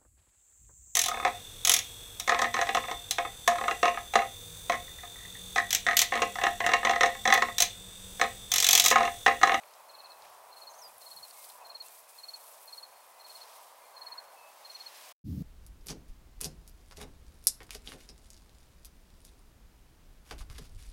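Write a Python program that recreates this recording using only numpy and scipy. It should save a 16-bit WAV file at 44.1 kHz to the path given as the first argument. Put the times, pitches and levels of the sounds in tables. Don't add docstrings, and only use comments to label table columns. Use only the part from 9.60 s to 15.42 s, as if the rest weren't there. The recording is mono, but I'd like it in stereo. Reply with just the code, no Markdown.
import sys
import numpy as np
from scipy import signal
from scipy.fft import rfft, irfft, next_fast_len
from scipy.io import wavfile

SR = 44100
rng = np.random.default_rng(int(sys.argv[2]) if len(sys.argv) > 2 else 0)


def int16_out(signal):
    q = np.round(np.clip(np.atleast_2d(signal).T, -1, 1) * 32767)
    wavfile.write(sys.argv[1], SR, q.astype(np.int16))


N = 256869
TIME = np.arange(N) / SR
FIELD_END_S = 5.523
CUTOFF_HZ = 15850

# f/Hz, relative level per Hz/dB
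HUM_SPECTRUM = [(60, -29.5), (200, -29.5), (300, -25), (420, -12), (600, -1), (800, 0), (1000, 1),
                (1250, -5.5), (1600, -15), (3000, -33)]
EDGE_SPECTRUM = [(600, -28), (880, -6), (990, 4.5), (1120, -7), (1300, -16), (1550, -9), (2100, -16),
                 (3000, -28), (6000, -46)]
SWISH_SPECTRUM = [(300, -8), (1000, -4.5), (1600, 3), (2100, 4), (2500, 1), (3000, 0.5), (3800, -1),
                  (5000, -2), (7000, -5), (10000, -8.5), (16000, -5.5)]
LEAF_SPECTRUM = [(1200, -17), (2000, -5), (3200, -2), (5500, -1.5), (7000, -7.5), (10000, -7.5),
                 (16000, -26)]
# f/Hz, relative level per Hz/dB
EAR_SPECTRUM = [(1500, -29.5), (3500, -7), (5500, -4.5), (7200, -4.5), (8400, 0.5), (9700, -1), (11300, -6),
                (13500, -12), (16000, -11)]
BRISTLE_SPECTRUM = [(3000, -23.5), (7200, -17), (9500, -7.5), (11200, 1), (13500, -2.5), (16000, -3)]
# f/Hz, relative level per Hz/dB
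BUFFET_SPECTRUM = [(25, -47), (45, -13.5), (70, 1.5), (140, -1.5), (200, 0), (255, -6), (330, -21),
                   (480, -36.5), (800, -48.5), (1500, -52.5), (5000, -45.5), (8500, -53), (12000, -48.5),
                   (16000, -45.5)]
EDDY_SPECTRUM = [(200, -11), (350, 4.5), (600, -5.5), (1000, -18.5), (2000, -20.5), (5000, -31)]

# t/s, level/dB
HUM_LEVELS = [(0.0, -57), (1.27, -55), (1.33, -59), (1.91, -58.5), (2.01, -54.5), (2.16, -57),
              (2.19, -60.5), (2.56, -61.5), (2.84, -58.5), (3.5, -59.5), (3.98, -56), (4.04, -57.5),
              (4.32, -57.5), (4.43, -56), (5.2, -58.5)]
# peak t/s, width/s, level/dB
EDGE_RISES = [(.6, 0.19, -62), (2.02, .1, -59), (3.88, 0.17, -61.5), (4.53, 0.14, -53)]
EDGE_REST_DB = -70.5
# peak t/s, width/s, level/dB
CROP_GUSTS = [(.12, 0.097, -66), (5.42, 0.3, -54.5)]
SWISH_REST_DB = -61.5
# peak t/s, width/s, level/dB
LEAF_PASSES = [(.11, .04, -68), (.68, 0.064, -63.5), (3.87, 0.17, -60.5), (5.48, 0.33, -58)]
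# t/s, length before dying away/s, level/dB, left over right/dB
EAR_SWAYS = [(.95, 0.073, -60, -4), (1.13, 0.18, -60, -3), (1.386, 0.35, -56, -5), (1.721, .1, -53.5, -3.5),
             (1.806, 0.09, -51.5, -2.5), (2.033, 0.034, -60.5, -5), (2.208, .18, -55.5, -7.5),
             (2.48, 0.26, -57.5, -5.5), (2.737, .18, -55.5, -6), (2.957, 0.092, -59, -5),
             (3.06, .12, -56, -3.5), (3.385, .08, -63.5, -4), (3.654, 0.12, -56, -.5),
             (3.86, 0.18, -60.5, 0), (5.33, 0.23, -58.5, 1.5)]
SWAY_ATTACK_S, SWAY_RELEASE_S = 0.028, 0.059
RUSTLE_REST_DB = -63

# t/s, strokes, level/dB
ANSWER_CHIRPS = [(.03, 3, -67), (3.3, 3, -64.5), (4.24, 3, -62.5), (4.68, 4, -65)]
# t/s, level/dB, centre f/Hz, decay/s, left over right/dB
STALK_TAPS = [(.035, -47, 2137, 0.0037, -1), (.137, -46, 4600, 0.0019, 2), (.621, -50, 4270, .003, -9),
              (0.65, -49.5, 1840, 0.0031, -6), (1.381, -46, 11000, 0.0037, -9),
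              (1.513, -45, 11200, .003, -11), (1.563, -42.5, 11040, .003, -13),
              (1.707, -49.5, 4300, 0.0048, -8), (1.842, -48, 4480, .004, -9),
              (1.9, -47.5, 4100, 0.0046, -15), (2.07, -50.5, 11000, 0.0033, -6),
              (2.263, -45, 11000, 0.0033, -17), (2.284, -44.5, 7760, 0.0018, -5),
              (2.389, -52, 11060, 0.0025, -4.5), (2.839, -49, 9900, .003, -2),
              (3.058, -43, 13500, .002, -12)]

# t/s, length/s, start f/Hz, end f/Hz, level/dB, left over right/dB
FAR_WHISTLES = [(0.269, 0.34, 2561, 2620, -71, 8), (1.74, 0.13, 2217, 2066, -67, -6),
                (2.281, 0.12, 2430, 2370, -73, -3), (3.456, 0.22, 2060, 1970, -73, -22),
                (4.148, .2, 2130, 2060, -72.5, 6), (4.756, 0.14, 2620, 2603, -63, 3),
                (5.118, 0.059, 6050, 5950, -59, 10)]
# t/s, length/s, start f/Hz, end f/Hz, level/dB, roughness/0-1
BIRD_SYLLABLES = [(1.089, 0.042, 6650, 6320, -57.5, 0.7), (1.13, 0.044, 4260, 6550, -60.5, .9),
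                  (1.176, 0.038, 6250, 6460, -55, 1.0), (1.212, .024, 6300, 5320, -50.5, .35),
                  (1.223, 0.063, 5280, 4790, -51, .08)]
GLIDE_SETTLING = 2.4

# t from its peak/s, share of pitch, level/dB
STROKE_SHAPE = [(-.017, 0.89, -42.5), (-.0125, .995, -26), (-.009, 1.003, -11.5), (-.005, 1.007, -3.5),
                (0, 1, -1.5), (.004, 0.9915, -4), (.0075, .98, -9), (0.011, .968, -29), (0.016, 0.927, -58)]
FLICK_DELAY_S, FLICK_WIDTH_S = 0.0137, 0.002
# first stroke t/s, strokes, full pitch f/Hz, full level/dB, first stroke weaker by/dB,
# slowing/s, left over right/dB, full closing flick before its gain/dB
CRICKET_CHIRPS = [(.292, 5, 4317, -52.5, 17, 0.0012, 13, -47.5), (.923, 4, 4307, -43, 12, 0.0014, 24, -51),
                  (1.419, 5, 4320, -42, 10.5, .00145, 25, -49.5),
                  (2.057, 4, 4300, -37.5, 11.5, 0.0013, 9.5, -51),
                  (2.592, 4, 4330, -39, 6, .001, 8.5, -51.5), (3.085, 4, 4330, -42.5, 3.5, .0008, 7, -52.5),
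                  (3.604, 5, 4317, -45, 5, .0012, 23, -51.5), (4.373, 5, 4305, -38, 6, .0012, 14, -54.5),
                  (5.057, 5, 4302, -40, 2, 0.0011, 12.5, -53.5)]
STROKE_GAP_S = .0493
FIRST_FLAT_HZ, FIRST_FLICK_WEAKER_DB = 72, 6.5
WEAKNESS_KEPT, FLATNESS_KEPT = 0.4, 0.47

# peak t/s, width/s, level/dB
WIND_PUFFS = [(.66, .06, -78.5), (1.33, .05, -77.5), (1.59, .045, -72)]
PUFF_REST_DB = -94
GUST_START_S, GUST_RISE_S, GUST_DB = 5.64, 0.027, -31.5


def from_db(db):
    return 10 ** (np.asarray(db) / 20)


def rms_one(x):
    return x / np.sqrt(np.mean(x ** 2) + 1e-20)


def bell(t, width):
    return np.exp(-.5 * (t / width) ** 2)


def panned(pan_db):
    pair = from_db(np.array([[.5], [-.5]]) * pan_db)
    return pair / np.sqrt(np.mean(pair ** 2, axis=0))


def drift(rate):
    r = np.exp(-40 * np.pi * rate / SR)
    noise = rng.standard_normal(N // 20 + 4002)
    slow = signal.lfilter([1], [1, -2 * r, r * r], noise)[4000:]
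    return np.interp(np.arange(N) / 20, np.arange(len(slow)), rms_one(slow))


def tone(hz):
    return np.sqrt(2) * np.sin(2 * np.pi * np.cumsum(hz) / SR)


def stereo_noise(likeness):
    mid, side = rng.standard_normal((2, N))
    shared = np.clip(likeness, 0, .99)
    return np.sqrt((1 + shared) / 2) * mid + np.sqrt((1 - shared) / 2) * side * [[1], [-1]]


def coloured(x, spectrum):
    hz, db = np.transpose(spectrum)
    size = next_fast_len(N + SR // 10)
    bins = np.maximum(np.fft.rfftfreq(size, 1 / SR), 1)
    gain = from_db(np.interp(np.log(bins), np.log(hz), db))
    gain *= np.minimum(bins / hz[0], 1) ** 2
    return rms_one(irfft(rfft(x, size) * gain)[:, :N])


def scatter(x, t60, first_s):
    t = np.arange(SR // 2) / SR
    onset = np.clip(t / first_s - 1, 0, 1)
    echoes = rng.standard_normal((2, len(t))) * from_db(-60 * t / t60) * onset
    echoes /= np.sqrt(np.sum(echoes ** 2, axis=1, keepdims=True))
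    return signal.fftconvolve(x[None], echoes, axes=1)[:, :N]


def swells(rows, rest_db=-120):
    power = from_db(rest_db) ** 2
    for s, width, db in rows:
        power = power + (from_db(db) * bell(TIME - s, width)) ** 2
    return np.sqrt(power)


def rustle(spectrum, touches_per_s, size_db, touch_s, smooth_share, flutter_db, likeness):
    sizes = from_db(size_db * np.minimum(rng.exponential(1, N), 3.5)) ** 2
    touches = (rng.random(N) < touches_per_s / SR) * sizes
    r = np.exp(-1 / (touch_s * SR))
    power = signal.lfilter([1], [1, -2 * r, r * r], touches + 1e-18)
    grain = np.sqrt(smooth_share + (1 - smooth_share) * power / power.mean())
    flutter = from_db(flutter_db * drift(33))
    return coloured(stereo_noise(likeness) * grain * flutter, spectrum)


def swaying():
    power = from_db(RUSTLE_REST_DB) ** 2
    for s, length, level_db, pan_db in EAR_SWAYS:
        attack = np.clip((TIME - s) / SWAY_ATTACK_S, 0, 1)
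        release = np.exp(-np.maximum(TIME - s - length, 0) / SWAY_RELEASE_S)
        power = power + (attack * release * from_db(level_db) * panned(pan_db)) ** 2
    return np.sqrt(power)


def breeze(hum_gain_db=1.55, hum_pan_db=-6.5, edge_pan_db=-8, swish_pan_db=-2,
           ears_db=-2.5, bristles_db=-2.0, ears_pan_db=1.5, bristles_pan_db=-5.0):
    hum_db = np.interp(TIME, *np.transpose(HUM_LEVELS)) + hum_gain_db + 0.44 * drift(27)
    hum = coloured(stereo_noise(likeness=0.66), HUM_SPECTRUM) * from_db(hum_db) * panned(hum_pan_db)

    edge = coloured(stereo_noise(likeness=0.12), EDGE_SPECTRUM)
    edge = edge * swells(EDGE_RISES, EDGE_REST_DB) * panned(edge_pan_db)
    swish = coloured(stereo_noise(likeness=0.22), SWISH_SPECTRUM)
    swish = swish * swells(CROP_GUSTS, SWISH_REST_DB) * panned(swish_pan_db)
    leaf = coloured(stereo_noise(likeness=0.71), LEAF_SPECTRUM)
    leaf = leaf * swells(LEAF_PASSES) * from_db(2 * drift(60))

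    ears = rustle(EAR_SPECTRUM, touches_per_s=600, size_db=5.0, touch_s=0.00057,
                  smooth_share=0.75, flutter_db=1.25, likeness=0.86)
    bristles = rustle(BRISTLE_SPECTRUM, touches_per_s=840, size_db=2.0, touch_s=0.00044,
                      smooth_share=.45, flutter_db=1.3, likeness=1.0)
    near = ears * from_db(ears_db) * panned(ears_pan_db)
    near = near + bristles * from_db(bristles_db) * panned(bristles_pan_db)
    near = near * swaying() * from_db(0.95 * drift(25))
    return hum + edge + swish + leaf + near


def far_chorus(hz=2520, wander=.04, level_db=-70, swell_db=5.0, pan_db=2):
    song = tone(hz * (1 + wander * drift(40))) * from_db(swell_db * drift(20))
    return from_db(level_db) * scatter(rms_one(song), t60=0.1, first_s=0.0059) * panned(pan_db)


def far_crickets(hz=4330, stroke_gap_s=0.0493, stroke_s=0.0085, blur=0.016, pan_db=2):
    level = np.zeros(N)
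    for s, count, level_db in ANSWER_CHIRPS:
        for k in range(round(count)):
            level += from_db(level_db) * bell(TIME - s - k * stroke_gap_s, stroke_s)
    song = tone(hz * (1 + blur * drift(99.44))) * level
    return scatter(song, t60=0.089, first_s=0.0017) * panned(pan_db)


def stalk_ticks():
    out, t = np.zeros((2, N)), np.arange(SR // 20) / SR
    for s, level_db, hz, decay, pan_db in STALK_TAPS:
        edges = [hz * 0.93, min(hz * 1.12, SR * .44)]
        band = signal.butter(1, edges, "band", fs=SR, output="sos")
        ring = rms_one(signal.sosfilt(band, rng.standard_normal(len(t))))
        start = int(s * SR)
        burst = ring * np.exp(-t / decay) * from_db(level_db)
        out[:, start:start + len(t)] += burst * panned(pan_db)
    return out


def note_span(s, length):
    span = slice(int(s * SR), int((s + length) * SR))
    return span, np.linspace(0, 1, span.stop - span.start)


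def whistles():
    out, waver = np.zeros((2, N)), 1 + 0.0028 * drift(30)
    for s, length, start_hz, end_hz, level_db, pan_db in FAR_WHISTLES:
        span, u = note_span(s, length)
        hz = (start_hz + (end_hz - start_hz) * u) * waver[span]
        swell = np.sqrt(4 * u * (1 - u))
        out[:, span] += tone(hz) * swell * from_db(level_db) * panned(pan_db)
    return out


def syllables(buzz):
    call, shake = np.zeros(N), buzz * drift(400)
    for s, length, start_hz, end_hz, level_db, rough in BIRD_SYLLABLES:
        span, u = note_span(s, length)
        hz = end_hz + (start_hz - end_hz) * (1 - u) ** GLIDE_SETTLING
        call[span] += tone(hz * (1 + rough * shake[span])) * np.sin(np.pi * u) * from_db(level_db)
    return call


def birds(buzz=0.042, pan_db=3, echo_db=-19, far_echo_db=-8):
    far = whistles()
    call = syllables(buzz)
    sent = from_db(echo_db) * call + from_db(far_echo_db) * far.mean(axis=0)
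    return call * panned(pan_db) + far + scatter(sent, t60=0.47, first_s=0.012)


def strokes():
    for s, count, hz, level_db, weaker_db, slowing, pan_db, flick_db in CRICKET_CHIRPS:
        for k in range(round(count)):
            weak, flat = WEAKNESS_KEPT ** k, FLATNESS_KEPT ** k
            stroke_hz = hz - FIRST_FLAT_HZ * flat
            stroke_db = level_db - weaker_db * weak
            closing_db = flick_db - FIRST_FLICK_WEAKER_DB * flat
            yield k, s, stroke_hz, stroke_db, pan_db, closing_db
            s += STROKE_GAP_S + slowing * k ** 2


def cricket(waver=0.0034, flutter_db=1.0, flick_gain_db=-0.5, lengthening=.03, near_db=-13, far_db=-22):
    offset, share, shape_db = np.transpose(STROKE_SHAPE)
    direct, song = np.zeros((2, N)), np.zeros(N)
    unsteady = 1 + waver * drift(200)
    grip = from_db(flutter_db * drift(150))
    for earlier, s, hz, level_db, pan_db, flick_db in strokes():
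        stretch = 1 + lengthening * (earlier - 2)
        span = slice(int((s + offset[0] * stretch) * SR), int((s + offset[-1] * stretch) * SR))
        t = (TIME[span] - s) / stretch
        wing = tone(hz * np.interp(t, offset, share) * unsteady[span]) * grip[span]
        swell = from_db(np.interp(t, offset, shape_db))
        flick = from_db(flick_db + flick_gain_db) * bell(t - FLICK_DELAY_S, FLICK_WIDTH_S)
        stroke_gain = from_db(level_db) * swell * panned(pan_db)
        direct[:, span] += wing * (stroke_gain + flick * panned(.6 * pan_db))
        song[span] += wing * (from_db(-37.0) * swell + from_db(8.0) * flick)
    near = from_db(near_db) * scatter(song, t60=0.072, first_s=0.0031)
    far = from_db(far_db) * scatter(song, t60=0.51, first_s=0.023)
    return direct + near + far


def buffeting(pan_db=-2, eddies_db=-23, build_up_s=0.11):
    puffs = swells(WIND_PUFFS, PUFF_REST_DB) * (TIME < FIELD_END_S)
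    since_gust = np.maximum(TIME - GUST_START_S, 0)
    gust = puffs + from_db(GUST_DB) * (1 - np.exp(-since_gust / GUST_RISE_S))
    r = np.exp(-1 / (build_up_s * SR))
    built_up = signal.lfilter([1 - r], [1, -r], gust)
    rumble = coloured(rng.standard_normal((2, N)), BUFFET_SPECTRUM) * gust
    eddies = coloured(rng.standard_normal((2, N)), EDDY_SPECTRUM) * built_up * from_db(eddies_db)
    return (rumble + eddies) * panned(pan_db)


def scene():
    field = breeze() + far_chorus() + far_crickets() + stalk_ticks() + birds() + cricket()
    heard = np.clip((FIELD_END_S - TIME) / .008 + .5, .003, 1)
    return field * heard + buffeting()


def record(dry):
    lowpass = signal.firwin(601, CUTOFF_HZ, fs=SR)
    return signal.fftconvolve(dry, lowpass[None], "same", axes=1)


dry = scene()
out = record(dry)
int16_out(out)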